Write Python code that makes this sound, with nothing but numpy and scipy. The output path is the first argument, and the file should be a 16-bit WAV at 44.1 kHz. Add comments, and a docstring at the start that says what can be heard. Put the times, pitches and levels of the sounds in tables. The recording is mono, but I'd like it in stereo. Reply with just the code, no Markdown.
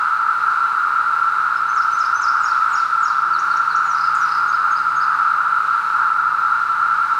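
"""From the start, thousands of periodical cicadas blend into one wavering drone in summer woodland,
over a distant engine's low hum and faint, scattered hoots. From 1.6 s to 5 s a small songbird whistles
one phrase of repeated chirps and trills, scattered by the trees. At 1.9 s a low rumble enters and stays.
The drone runs to the end. The microphone is nearly mono; its limiter holds down the drone's crests."""
import sys
import numpy as np
from scipy import signal
from scipy.fft import rfft, irfft, next_fast_len
from scipy.io import wavfile
from scipy.ndimage import uniform_filter1d, minimum_filter1d, map_coordinates

SR = 44100
rng = np.random.default_rng(int(sys.argv[2]) if len(sys.argv) > 2 else 0)


def bounce(signal):
    """Save signal as a 16-bit WAV file at the path given by the first command-line argument."""
    frames = np.transpose(np.atleast_2d(signal))
    limited = np.clip(frames, -1, 1)
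    pcm = np.round(limited * 32767).astype(np.int16)
    wavfile.write(sys.argv[1], SR, pcm)


N = 317079

# massed song, held notes at the crest, falling ends in the shelf below: f/Hz, relative density/dB
DRONE_SPECTRUM = [(600, -54.5), (770, -33.5), (870, -19), (1070, -19), (1190, -8.5), (1260, -6),
                  (1335, 0.5), (1380, -1), (1460, -9.5), (1590, -20), (1690, -24), (1850, -35.5),
                  (2300, -44.5), (3200, -72.5)]
# drone's brief, irregular rises and dips in loudness: t/s, level/dB
DRONE_LEVEL = [(0, -16.6), (.3, -17), (.4, -18.8), (.49, -14.2), (.6, -18.2), (1.17, -16.8), (1.6, -18),
               (1.7, -16.7), (3.3, -16.8), (5.1, -17), (5.18, -15.6), (5.86, -18.2), (5.99, -15),
               (6.3, -17.8), (6.54, -15.2), (6.65, -18.8), (6.86, -15.6), (7.19, -18)]
# swarm's rasp, dulled by leaves: f/Hz, relative density/dB
RASP_SPECTRUM = [(700, -21), (1700, 5), (2250, 1), (2720, 0.5), (3200, -7), (3550, -7), (3920, -0.5),
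                 (4700, -7), (5800, -12.5), (7500, -16.5), (8900, -16), (10700, -24), (15500, -29)]

def cicadas(near_db=-11, sway_db=.7, sways_per_s=11, rasp_db=-40.7, rasp_sway_db=.6):
    """Far swarm and nearer singers beat together in one swaying drone, a dry rasp above it."""
    level_db, = curves(DRONE_LEVEL)
    drone = steady(wash(DRONE_SPECTRUM) + amp(near_db) * near_cicadas())
    drone *= amp(level_db + sway_db * wobble(sways_per_s))
    rasp = amp(rasp_db + rasp_sway_db * wobble(4)) * wash(RASP_SPECTRUM)
    return drone + rasp


def near_cicadas(count=14, pitch_hz=1345, spread=.025, phrase_s=3.3, fall=.33):
    """Each holds a note, slurs down as its abdomen drops, rests and restarts."""
    t, voices = np.arange(N) / SR, np.zeros(N)
    for start, pace, detune in rng.standard_normal((count, 3)):
        progress = (start + t / (phrase_s * amp(pace))) % 1
        slur = np.clip((progress - .72) / .16, 0, 1)
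        effort = np.clip(progress * 10, 0, 1) * (1 - slur) ** 2
        voices += effort * tone(pitch_hz * (1 + spread * detune) * (1 - fall * slur))
    return unit(woods(voices))


# bird's phrase: t/s, syllable, relative level/dB, pitch ratio
BIRD_PHRASE = [(1.56, "peep", 0, 1), (1.681, "swoop", -4, 1.028), (1.914, "swoop", -1, 1),
               (2.142, "swoop", 2.3, 1), (2.401, "cascade", 0, 1), (2.698, "cascade", 0, 1.005),
               (2.998, "cascade", -1, 1.005), (3.327, "flick", .5, 1), (3.502, "flick", -1.5, 1),
               (3.693, "flick", 0, 1), (3.845, "trill", 0, 1), (4.147, "zip", 0, 1),
               (4.153, "trill", -1.5, 1), (4.478, "seesaw", -1, 1), (4.708, "seesaw", .5, 1),
               (4.957, "seesaw", .5, 1)]
# path gains: direct/dB, off nearby leaves/dB, from deeper woods/dB
PATH_GAINS_DB = (-1.1, -7, -7.8)

def bird():
    """One phrase, most syllables sung two or three times, heard direct and off the trees."""
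    song = np.zeros(N)
    for start_s, syllable, accent_db, ratio in BIRD_PHRASE:
        for delay_s, length_s, *bend_hz, db in notes(syllable):
            note = whistle(length_s, np.multiply(bend_hz, ratio))
            onset = round((start_s + delay_s) * SR)
            song[onset:][:len(note)] += amp(accent_db + db) * note
    direct, near, far = amp(PATH_GAINS_DB)
    return direct * song + near * leaves(song) + far * woods(song)


# notes per syllable: delay/s, length/s, start f/Hz, middle f/Hz, end f/Hz, level/dB
SYLLABLE_NOTES = { "peep": [(0, .026, 5260, 5200, 5170, -47)], "swoop": [(0, .049, 5920, 6090, 6110, -39),
                  (.071, .02, 7800, 6400, 5650, -40), (.083, .031, 5950, 5280, 4750, -36.5),
                  (.131, .026, 4170, 5100, 5670, -36.5)], "cascade": [(0, .032, 8000, 7600, 7200, -52),
                  (.028, .028, 7250, 6600, 6400, -38.5)], "flick": [(0, .044, 4850, 4300, 3650, -39.2),
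                  (.059, .017, 5400, 5750, 7550, -36.5)], "trill": [(0, .055, 6950, 6850, 6550, -48.5),
                  (.05, .035, 6450, 5820, 5650, -38)], "zip": [(0, .013, 9800, 7200, 5460, -40)],
                  "seesaw": [(0, .033, 6720, 6400, 6550, -43.8), (.043, .032, 4350, 4850, 5350, -40.7),
                  (.067, .021, 5300, 4550, 3700, -42.7)]}
# closing runs: same six columns, period/s, pitch ratio per note, loudest index, fade per note/dB
SYLLABLE_RUNS = {"cascade": (.053, .019, 5100, 5600, 6050, -35, .023, .89, 0, 2.9),
                 "trill": (.099, .02, 3750, 5250, 3950, -35.2, .03, 1, 2.3, 3)}

def notes(syllable, run_count=5):
    """A syllable's opening notes, then any run: one note repeated evenly, fading either side of a peak."""
    rows = list(SYLLABLE_NOTES[syllable])
    if syllable in SYLLABLE_RUNS:
        delay_s, length_s, *bend_hz, peak_db, period_s, step, loudest, fade_db = SYLLABLE_RUNS[syllable]
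        for k in range(run_count):
            db = peak_db - fade_db * abs(k - loudest)
            rows.append((delay_s + k * period_s, length_s, *np.multiply(bend_hz, step ** k), db))
    return rows


def whistle(length_s, bend_hz, waver=.007, pointed=.7):
    """A pure note swells, bends through three pitches in a pointed arc and fades."""
    progress = np.linspace(0, 1, max(int(length_s * SR), 16))
    arc_hz = np.polyval(np.polyfit([0, .5, 1], bend_hz, 2), progress)
    corner_hz = np.interp(progress, [0, .5, 1], bend_hz)
    pitch_hz = (1 - pointed) * arc_hz + pointed * corner_hz
    flutter = 1 + waver * np.interp(progress, np.linspace(0, 1, 6), rng.standard_normal(6))
    swell = np.abs(np.sin(np.pi * progress)) ** .6
    return swell * tone(pitch_hz * flutter)


def leaves(x, t60_s=.19):
    """Nearby foliage smears a sound into a short diffuse halo."""
    t = np.arange(SR // 4) / SR
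    tail = rng.standard_normal(len(t)) * amp(-60 * t / t60_s)
    return signal.fftconvolve(x, tail / np.linalg.norm(tail))[:N]


# woodland decay: f/Hz, t60/s
WOODS_DECAY = [(300, 0.51), (1400, 0.67), (5000, 1.4), (10000, 0.17)]

def woods(x):
    """Trunks and canopy scatter a sound into a tail, longest near 5 kHz; the top treble dies first."""
    hz, t, noise = signal.stft(rng.standard_normal(SR), SR, nperseg=256)
    decay = amp(-60 * t / along(WOODS_DECAY, hz)[:, None])
    tail = signal.istft(noise * decay, SR, nperseg=256)[1]
    return signal.fftconvolve(x, tail / np.linalg.norm(tail))[:N]


# engine tones: t/s, f/Hz, fundamental level/dB, third harmonic level/dB
ENGINE_TONES = [(0, 148, -63, -70), (.7, 149, -65, -58.5), (1.45, 152.5, -54.5, -61.5),
                (1.7, 153, -66, -72), (2.9, 157, -62, -69), (3.3, 157, -55, -61), (4.5, 156.5, -54.5, -70),
                (5.25, 157, -57, -74), (5.6, 156.5, -58, -58), (6.3, 157.5, -55.5, -67),
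                (7.19, 155, -57, -75)]

def engine(waver_hz=1, fading_db=.6):
    """A distant engine speeds up slightly; its two tones fade and return."""
    hz, first_db, third_db = curves(ENGINE_TONES)
    hz += waver_hz * wobble(8)
    first = amp(first_db + fading_db * wobble(3.1)) * tone(hz)
    third = amp(third_db + fading_db * wobble(3.1)) * tone(3 * hz)
    return first + third


def rumble(pitch_hz=70, level_db=-66, start_s=1.9, rise_s=.25, fading_db=3, waver_hz=2.5):
    """Far machinery's low rumble comes in and stays."""
    rise = np.clip((np.arange(N) / SR - start_s) / rise_s, 0, 1)
    return rise * amp(level_db + fading_db * wobble(3)) * tone(pitch_hz + waver_hz * wobble(6))


# far machinery: f/Hz, level/dB
MACHINE_HUMS = [(91, -64.5), (102, -69), (309, -69)]

def machinery(fading_db=2, waver_hz=2):
    """Far machines hum throughout, wavering slightly in level and pitch."""
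    return sum(amp(db + fading_db * wobble(2)) * tone(hz + waver_hz * wobble(7))
               for hz, db in MACHINE_HUMS)


# faint hoots: t/s, length/s, f/Hz, level/dB
FAR_HOOTS = [(.4, .8, 423, -63), (.85, .35, 612, -59.5), (3.12, .61, 350, -56), (3.15, .31, 368, -57),
             (4.25, .3, 350, -55.5), (6.2, .98, 203, -61.5)]

def hoots(waver_hz=6, echo_db=-10):
    """Soft low tones from far off, blurred by the trees."""
    t, sound = np.arange(N) / SR, np.zeros(N)
    for start_s, length_s, hz, db in FAR_HOOTS:
        progress = np.clip((t - start_s) / length_s, 0, 1)
        sound += amp(db) * np.sin(np.pi * progress) * tone(hz + waver_hz * wobble(25))
    return sound + amp(echo_db) * woods(sound)


# far traffic and air: f/Hz, relative density/dB
AIR_SPECTRUM = [(25, -27), (40, -19), (62, -6), (95, -3), (125, 1.2), (250, 1.5), (450, 2.2), (650, 2),
                (1500, -5), (5000, -42)]

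def air(level_db=-50):
    """Far traffic and air blend into a steady murmur."""
    return amp(level_db) * wash(AIR_SPECTRUM)


def amp(db):
    """Decibels to gain."""
    return 10 ** (np.asarray(db) / 20)


def unit(x):
    """x at rms 1."""
    return x / np.sqrt(np.mean(x ** 2) + 1e-20)


def along(points, hz):
    """(f/Hz, value) points read on a log axis."""
    knots_hz, values = np.transpose(points)
    return np.interp(np.log(hz + 1), np.log(knots_hz + 1), values)


def curves(rows):
    """One value per sample for each column after t/s."""
    times_s, *columns = np.transpose(rows)
    return [np.interp(np.arange(N) / SR, times_s, column) for column in columns]


def wobble(knots_per_s):
    """Smooth random curve."""
    knots = rng.standard_normal(int(N * knots_per_s / SR) + 4)
    return map_coordinates(knots, [np.arange(N) * knots_per_s / SR])


def filtered(x, response):
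    """x through a gain given as a function of f/Hz."""
    size = next_fast_len(N + SR // 2)
    return irfft(rfft(x, size) * response(np.fft.rfftfreq(size, 1 / SR)), size)[..., :N]


def wash(spectrum):
    """Noise of rms 1 with the given spectral shape."""
    return unit(filtered(rng.standard_normal(N), lambda hz: amp(along(spectrum, hz))))


def tone(hz):
    """Sine of rms 1 on a pitch curve."""
    return np.sqrt(2) * np.sin(2 * np.pi * (np.cumsum(hz) / SR + rng.random()))


def steady(x, window_s=.14):
    """Evens out slow level drift, keeps fast beating."""
    size = int(window_s * SR)
    power = uniform_filter1d(uniform_filter1d(x ** 2, size), size)
    return x / np.sqrt(np.abs(power) + 1e-12)


# stereo spread: f/Hz, side gain/dB
SIDE_GAIN = [(600, -66), (1000, -57), (1350, -31.5), (1700, -49.5), (2400, -62.5), (4400, -37.5),
             (8000, -23)]

def scene(bird_width_db=9):
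    """Swarm and bird echoes surround the microphone with a trace of width; the rest is central."""
    song = bird()
    mid = cicadas() + song + engine() + rumble() + machinery() + hoots() + air()
    surround = cicadas() + amp(bird_width_db) * leaves(song)
    side = filtered(surround, lambda hz: amp(along(SIDE_GAIN, hz)))
    return np.array([mid + side, mid - side])


def limiter(x, ceiling=.415, hold_s=.004):
    """Gain dips smoothly around each crest that would pass the ceiling."""
    size = int(hold_s * SR)
    gain = ceiling / np.maximum(np.abs(x).max(axis=0), ceiling)
    return x * uniform_filter1d(minimum_filter1d(gain, size), size)


def record(dry, hiss_db=-65, whine_db=-82, whine_hz=15000, low_cut_hz=50, top_hz=15720):
    """Treble hiss per channel and a thin electronic whine, then limiter, bass roll-off and band limit."""
    hiss = np.array([wash([(1500, -40), (5000, -6.5), (12000, -1.5)]) for channel in dry])
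    whine = tone(whine_hz + 25 * wobble(150))
    limited = limiter(dry + amp(hiss_db) * hiss + amp(whine_db) * whine)
    return filtered(limited, lambda hz: hz ** 2 / np.hypot(hz ** 2, low_cut_hz ** 2) * (hz < top_hz))


dry = scene()
out = record(dry)
bounce(out)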